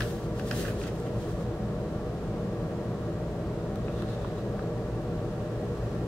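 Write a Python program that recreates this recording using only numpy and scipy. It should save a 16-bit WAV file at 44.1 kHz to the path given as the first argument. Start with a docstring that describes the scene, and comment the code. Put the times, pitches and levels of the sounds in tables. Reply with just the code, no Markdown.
"""A small bedroom, where a ventilation fan hums and its rushing air fills the room's low resonances.
Close to the microphone, hands turn over a shrink-wrapped record sleeve. Fingers hiss across the
plastic film, drag on the card beneath and make the wrap buckle with sharp snaps.
Later a stiff paper insert is held up: it rustles under the fingertips and clicks as it flexes."""
import sys
import numpy as np
from scipy import signal
from scipy.fft import rfft, irfft
from scipy.io import wavfile

SR = 44100
rng = np.random.default_rng(int(sys.argv[2]) if len(sys.argv) > 2 else 0)


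def dump(signal):
    """Clip the signal to [-1, 1] and save it as 16-bit WAV at the path in sys.argv[1]."""
    limited = np.clip(np.atleast_2d(signal).T, -1, 1)
    pcm = np.round(limited * 32767).astype(np.int16)
    wavfile.write(sys.argv[1], SR, pcm)


N = 267687
TIME = np.arange(N) / SR
HZ = np.maximum(np.arange(N // 2 + 1) * SR / N, 1)


def from_db(db):
    """Turn decibels into a gain to multiply by."""
    return 10 ** (np.asarray(db) / 20)


def unit_power(x):
    """Scale a signal so its average power is 1."""
    return x / np.sqrt(np.mean(x ** 2) + 1e-20)


def gain_curve(points):
    """Join (Hz, dB) points into a gain for every frequency."""
    hz, db = np.transpose(points)
    return from_db(np.interp(np.log(HZ), np.log(hz), db))


def drift(rate_hz):
    """A slow random wobble, about 1 in size."""
    return unit_power(irfft(rfft(rng.standard_normal(N)) / (1 + (HZ / rate_hz) ** 2), N))


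def resonate(x, hz, width_hz):
    """Ring at one pitch; a narrower width rings longer."""
    r = np.exp(-np.pi * width_hz / SR)
    feedback = [1, -2 * r * np.cos(2 * np.pi * hz / SR), r * r]
    return signal.lfilter(np.array([1, 0, -1]) * (1 - r * r) / 2, feedback, x + 1e-18)


def ring(x, modes):
    """Shake an object so all its modes (natural pitches) ring together."""
    return sum((-1) ** k * from_db(db) * unit_power(resonate(x, hz, width))
               for k, (hz, width, db) in enumerate(modes))


def stereo(pair, width, colour=1):
    """Make left and right from a mid (what both share) and a side (how they differ)."""
    mid, side = rfft(pair) * colour
    side = side * gain_curve(width)
    return irfft(np.array([mid + side, mid - side]), N)


def friction(slips_per_s, spread_db, smooth):
    """Skin sticks and slips: tiny uneven ticks over a smooth hiss."""
    slipping = rng.random(N) < slips_per_s / SR
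    sizes = from_db(spread_db * np.minimum(rng.exponential(1, N), 4))
    ticks = unit_power(slipping * sizes * rng.choice([-1, 1], (2, N)))
    return unit_power(ticks + smooth * rng.standard_normal((2, N)))


def rub(peak_s, db, swell_s, fade_s, roundness=1.3):
    """A rub's loudness as the finger speeds up, then rests; roundness 1 is pointed, 2 is a bell."""
    from_peak = np.maximum((peak_s - TIME) / swell_s, (TIME - peak_s) / fade_s)
    return from_db(db) * np.exp(-np.minimum(from_peak, 8) ** roundness)


def together(gains):
    """Overlapping rubs add in power."""
    return np.sqrt(sum(gain ** 2 for gain in gains))


def flutter(rise_s, decay_s, size):
    """A quick dying shiver, evened out so it reaches every mode alike."""
    t = np.arange(size) / SR
    shape = (1 - np.exp(-t / rise_s)) * np.exp(-t / decay_s)
    spectrum = rfft(rng.standard_normal(size) * shape)
    shiver = irfft(spectrum / (np.abs(spectrum) + 1e-12), size) * shape ** .25
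    return shiver / np.sqrt(np.sum(shiver ** 2))


def bedroom_echo(x, die_away_s=0.25, wall_hz=7000):
    """The walls return a short, soft tail, different on each side."""
    t = TIME[:SR // 2]
    tail = rng.standard_normal((2, len(t))) * from_db(-60 * t / die_away_s) * (t > .005)
    tail = signal.sosfilt(signal.butter(1, wall_hz, fs=SR, output="sos"), tail)
    return signal.fftconvolve(x, tail / np.sqrt(np.sum(tail ** 2) / 2), axes=1)[:, :N]


# Moving air. Each row: frequency in Hz, level in dB per Hz.
AIR_RUSH = [(12, -99), (29, -86), (42, -59), (78, -63.5), (140, -67), (250, -65), (420, -66.5), (520, -70),
            (700, -75), (900, -78.5), (1800, -87), (2080, -92.5), (7500, -104), (11000, -111),
            (15500, -113.5)]
# Room and duct resonances. Each row: pitch in Hz, width in Hz, peak level in dB per Hz.
ROOM_RESONANCES = [(54, 7.1, -58), (103, 7.3, -59), (119.6, 46, -57.5), (161.2, 15.4, -56),
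                   (201, 9.3, -55.5), (209.4, 18, -59.5), (321, 4.7, -60.5), (334.4, 35, -64),
                   (417, 34, -61), (475.6, 15.5, -56), (535, 10, -66.5), (565.4, 15, -62.5),
                   (595, 13, -63.5), (618, 30.7, -63), (710, 27, -70), (759, 18, -69), (890, 13, -78.5),
                   (973, 19, -75.5), (1076, 17, -75.5), (1148, 25, -73.5), (1248, 17, -79), (1356, 29, -80),
                   (1670, 24, -84.5), (1903, 17, -84), (3970, 170, -101)]
# How wide the air sounds. Each row: frequency in Hz, side minus mid in dB.
ROOM_STEREO = [(40, -40), (110, -25), (200, -20.5), (380, -13.5), (480, -21), (620, -16.5), (900, -9),
               (1400, -6.5), (1850, -2.5), (2200, -1.5), (3000, 1.5), (6000, 0.5), (15000, 0.4)]
# Motor and mains hum. Each row: pitch in Hz, average level in dB.
HUM_TONES = [(36.5, -52), (58.6, -47.5), (113.6, -43), (119.9, -43.5), (170.6, -44), (340, -50)]

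def fan(wander_hz=0.256, throb_db=-0.5, left_db=0.25):
    """Rushing air stirs the room's resonances while the motor's tones waver slightly."""
    power = gain_curve(AIR_RUSH) ** 2
    for hz, width, db in ROOM_RESONANCES:
        power += (from_db(db) / (1 + 2 * ((HZ - hz) / width) ** 2)) ** 2
    noise = rng.standard_normal((2, N)) * np.sqrt(SR / 2)
    air = stereo(noise, ROOM_STEREO, np.sqrt(power))
    hum = 0
    for hz, db in HUM_TONES:
        cycles = np.cumsum(hz + wander_hz * drift(1)) / SR + rng.random()
        gain = np.sqrt(2) * from_db(db + throb_db * drift(0.45))
        hum += gain * np.sin(2 * np.pi * cycles)
    return (air + hum) * from_db([[left_db], [-left_db]])


# The tone of rubbed paper. Each row: frequency in Hz, relative level in dB.
PAPER_TONE = [(700, -1), (1100, 7), (1800, 10.5), (2200, -5), (2600, 3), (3200, -2), (4280, -5), (4700, -7),
              (7000, -10.5), (11000, -14), (15500, -18)]
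# How wide it sounds. Each row: frequency in Hz, side minus mid in dB.
PAPER_STEREO = [(1000, -5), (2300, -1), (3700, -4), (4400, 4), (6000, 5), (15000, -3)]
# Fingertips creeping on the insert. Each row: fastest moment in seconds, level in dB,
# swell and fade in seconds, squeak pitch in Hz, squeak level against the rustle in dB.
PAPER_CREEPS = [(3.850, -61, .02, .04, 3700, -1), (3.935, -61, .03, .04, 3600, -5),
                (4.000, -52.5, 0.041, 0.033, 3560, -5), (4.092, -54, 0.028, 0.027, 3800, -1.5),
                (4.135, -57, 0.02, .025, 3720, -2), (4.235, -56.5, 0.1, 0.14, 3640, -5),
                (4.390, -56.5, .023, 0.013, 3800, -5), (4.610, -65, .06, .04, 3900, -4),
                (5.900, -57.5, 0.67, 0.45, 3800, -20)]

def insert_rustle(squeak_filter_width_hz=720):
    """Fingertips rustle on paper; skin catching quickly and almost regularly adds a soft squeak."""
    slips = friction(slips_per_s=4000, spread_db=5.5, smooth=1.2)
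    rustle = unit_power(stereo(slips, PAPER_STEREO, gain_curve(PAPER_TONE)))
    catches = stereo(rng.standard_normal((2, N)), PAPER_STEREO)
    out = 0
    for peak_s, db, swell_s, fade_s, hz, squeak_db in PAPER_CREEPS:
        pitched = resonate(catches, hz, squeak_filter_width_hz)
        squeak = unit_power(resonate(pitched, hz, squeak_filter_width_hz))
        out += rub(peak_s, db, swell_s, fade_s) * (rustle + from_db(squeak_db) * squeak)
    return out


# A buckle comes from one spot, so it sounds narrow. Each row: frequency in Hz, side minus mid in dB.
BUCKLE_STEREO = [(900, -7), (1600, -4), (2600, -9), (4800, -1), (6200, 2.5), (15000, -4)]

def buckles(events, modes, level_db, rise_s=0.0051, patch_width_hz=700, size=4096):
    """Each buckle rings the sheet, tuned by how far it is bent, with a thin crack from its surface."""
    out, left_db = np.zeros((2, N + size)), np.zeros(N)
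    treble = signal.butter(2, 1400, "high", fs=SR, output="sos")
    for start_s, db, patch_hz, patch_db, crack_db, decay_s, stiffening, pan_db in events:
        start = round(start_s * SR)
        left_db[start:] = pan_db / 2
        bent_modes = [(hz * stiffening, width, mode_db) for hz, width, mode_db in modes]
        for channel in range(2):  # mid, then side
            shiver = flutter(rise_s, decay_s, size)
            crack = unit_power(signal.sosfilt(treble, shiver))
            snap = ring(shiver, bent_modes) + from_db(crack_db) * crack
            snap += (from_db(patch_db) - 1) * resonate(snap, patch_hz, patch_width_hz)
            power = np.sum(snap ** 2) / (decay_s * SR)
            out[channel, start:start + size] += from_db(db + level_db) * snap / np.sqrt(power)
    return stereo(out[:, :N], BUCKLE_STEREO) * from_db([left_db, -left_db])


# How the insert rings. Each row: pitch in Hz, width in Hz, relative level in dB.
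PAPER_RING = [(950, 190, 2), (1260, 230, 5.5), (1680, 280, -0.5), (2440, 260, -7), (3800, 540, -11)]
# The insert buckling. Each row: start in seconds, relative level in dB, pitch of the buckling patch
# in Hz, its boost in dB, crack level against the ring in dB, flutter decay in seconds,
# how much the bend multiplies the ringing pitches, left minus right in dB.
PAPER_BUCKLES = [(3.7570, -30.5, 3900, 8.3, 0, 0.00062, 1.01, 0),
                 (3.8800, -33, 2620, 27, -16, 0.0022, 1.05, 0), (4.0210, -28, 3800, 7, -8, 0.0012, 1.08, 2),
                 (4.2440, -26, 1150, 12, -30, 0.003, 0.83, -.5),
                 (4.5910, -29, 1550, 12, -28, 0.0023, 1.03, 2), (4.6240, -46, 4150, 20, -8, .002, 1.01, 0)]

def insert_flexes():
    """The stiff paper clicks as it gives under the thumbs."""
    return buckles(PAPER_BUCKLES, PAPER_RING, level_db=-8.5)


# The tone of rubbed film. Each row: frequency in Hz, relative level in dB.
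FILM_TONE = [(700, -33), (1200, 1), (1800, 7), (2300, -2.5), (3100, 2), (3900, 3), (6500, 0.8), (9000, -4),
             (11500, -9), (15500, -12)]
# How wide it sounds. Each row: frequency in Hz, side minus mid in dB.
FILM_STEREO = [(800, -5), (1600, -6), (2200, -6), (2700, 2.5), (5000, -5.5), (9000, 0), (15000, -4)]
# Finger strokes on the film. Each row: fastest moment in seconds, relative level in dB,
# swell and fade in seconds, top treble boost in dB.
FILM_STROKES = [(.010, -53, 0.035, 0.16, 8), (.105, -60, .025, .022, 11), (.240, -61.5, .02, .025, -1),
                (.385, -58.5, 0.035, .05, 3), (.485, -53, 0.038, 0.022, 5), (.565, -53, 0.05, .03, 10),
                (.605, -46.5, 0.075, 0.051, 7.5), (.682, -55.2, .035, 0.054, 11),
                (.838, -54, 0.089, 0.026, -3), (.876, -54.5, .018, 0.02, 0), (.975, -64, 0.13, 0.13, 5),
                (1.068, -63, .02, .018, 2), (1.220, -60, 0.083, .07, 3), (1.298, -60.5, .04, 0.047, 6),
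                (1.410, -63, .044, .05, 3)]

def film_hiss(level_db=5.5, top_hz=11500):
    """Skin hisses as it slides over the wrap; tight film sounds brighter."""
    slips = friction(slips_per_s=3500, spread_db=0.5, smooth=1.3)
    hiss = unit_power(stereo(slips, FILM_STEREO, gain_curve(FILM_TONE)))
    top = irfft(rfft(hiss) / (1 + (top_hz / HZ) ** 8), N)
    sliding = together(rub(*stroke) for *stroke, _ in FILM_STROKES)
    brightness = together(rub(*stroke) * from_db(top_db) for *stroke, top_db in FILM_STROKES)
    return from_db(level_db) * (sliding * (hiss - top) + brightness * top)


# How the wrapped card rings. Each row: pitch in Hz, width in Hz, relative level in dB.
CARD_RING = [(1540, 260, 8.5), (1865, 510, 3), (2590, 340, 1.5), (3280, 320, -3), (4000, 460, -7),
             (4860, 240, -6), (5200, 450, -7.5)]
# The whole sleeve's low thrum. Each row: pitch in Hz, width in Hz, relative level in dB.
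SLEEVE_THRUM = [(236, 54, -3), (397, 110, 0), (585, 150, -3.5)]
# A soft fingertip favours the card's lower pitches. Each row: frequency in Hz, relative level in dB.
DRAG_TONE = [(700, -3), (1150, 6), (1550, -9), (1950, 2), (2300, -3.5), (4000, -5), (7000, -16)]
# The broad card sounds much alike on both sides. Each row: frequency in Hz, side minus mid in dB.
CARD_STEREO = [(300, -17), (700, -14), (1600, -13), (2200, -2)]
# Firm grips. Each row: hardest moment in seconds, relative level in dB, swell and fade in seconds.
CARD_GRIPS = [(.012, -40.5, 0.018, 0.019), (.527, -48, .012, 0.023), (.630, -47, 0.03, .015),
              (.658, -45, 0.008, .016), (.686, -44, 0.023, 0.026), (.876, -46, 0.039, 0.017),
              (1.068, -51, 0.016, .019)]

def card_drag(rasp_db=-1.0, thrum_db=8.5, thrum_top_hz=750):
    """Coarser slips shake the card: it rasps under a grip and thrums faintly under each stroke."""
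    slips = friction(slips_per_s=1200, spread_db=3.5, smooth=1.0)
    rasp = unit_power(stereo(ring(slips, CARD_RING), CARD_STEREO, gain_curve(DRAG_TONE)))
    lows_only = 1 / (1 + (HZ / thrum_top_hz) ** 6)
    thrum = unit_power(stereo(ring(slips, SLEEVE_THRUM), CARD_STEREO, lows_only))
    gripping = together(rub(*grip) for grip in CARD_GRIPS)
    sliding = together(rub(*stroke) for *stroke, _ in FILM_STROKES)
    return from_db(rasp_db) * gripping * rasp + from_db(thrum_db) * sliding * thrum


# Film and card buckling. Each row reads like a row of PAPER_BUCKLES.
WRAP_BUCKLES = [(.0038, -22, 1050, 5, -6, 0.0025, 1.07, 6), (.0180, -27.5, 3700, 20, -12, 0.0018, 0.94, -2),
                (.028, -34, 2570, 5, -11, 0.0017, 1, 0), (.3945, -28.5, 1450, 3, -5, 0.0021, 0.99, -1),
                (.5100, -20.5, 5150, 4, -13, 0.0023, 0.99, 0), (.5965, -35, 11000, 8, 12, .0009, 0.96, 0),
                (.6470, -29.5, 1600, 16, -16, 0.0044, 1, -8), (.6620, -35, 4200, 8, -7, 0.0022, 1.08, 1),
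                (.6780, -35, 1550, 16, -16, 0.0058, .98, -2), (.7980, -41, 11000, 6, 12, .0012, 1.05, -2),
                (.8140, -33, 2650, 17, -9, 0.0014, 0.93, 1), (.8330, -38.5, 3530, 18, -2, 0.0044, 0.99, -5),
                (.8680, -41, 7500, 8, 4, .0012, 1.2, 1), (.8750, -40, 5100, 11, 4, .002, 0.99, 1),
                (.8820, -40.5, 1750, 6, 1, .0014, 1.3, 0), (.9540, -45, 6000, 3, 6, .0012, 1.01, 0),
                (.9990, -43, 8300, 14, 4, 0.0018, 1.01, 2)]

def wrap_snaps():
    """The wrap buckles with a snap and rings the card beneath."""
    return buckles(WRAP_BUCKLES, CARD_RING, level_db=-6.5)


def scene():
    """The hands close by, the room and its fan behind."""
    hands = film_hiss() + card_drag() + wrap_snaps() + insert_rustle() + insert_flexes()
    return hands + from_db(-10.5) * bedroom_echo(hands) + fan()


def record(dry, right_lag_s=.00005, cutoff_hz=15700):
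    """A stereo microphone: sound reaches its right side a little later, and the top is cut steeply."""
    lag = np.exp(-2j * np.pi * HZ * np.array([[0], [right_lag_s]]))
    top_cut = 1 / np.sqrt(1 + (HZ / cutoff_hz) ** 600)
    return irfft(rfft(dry) * lag * top_cut, N)


dry = scene()
out = record(dry)
dump(out)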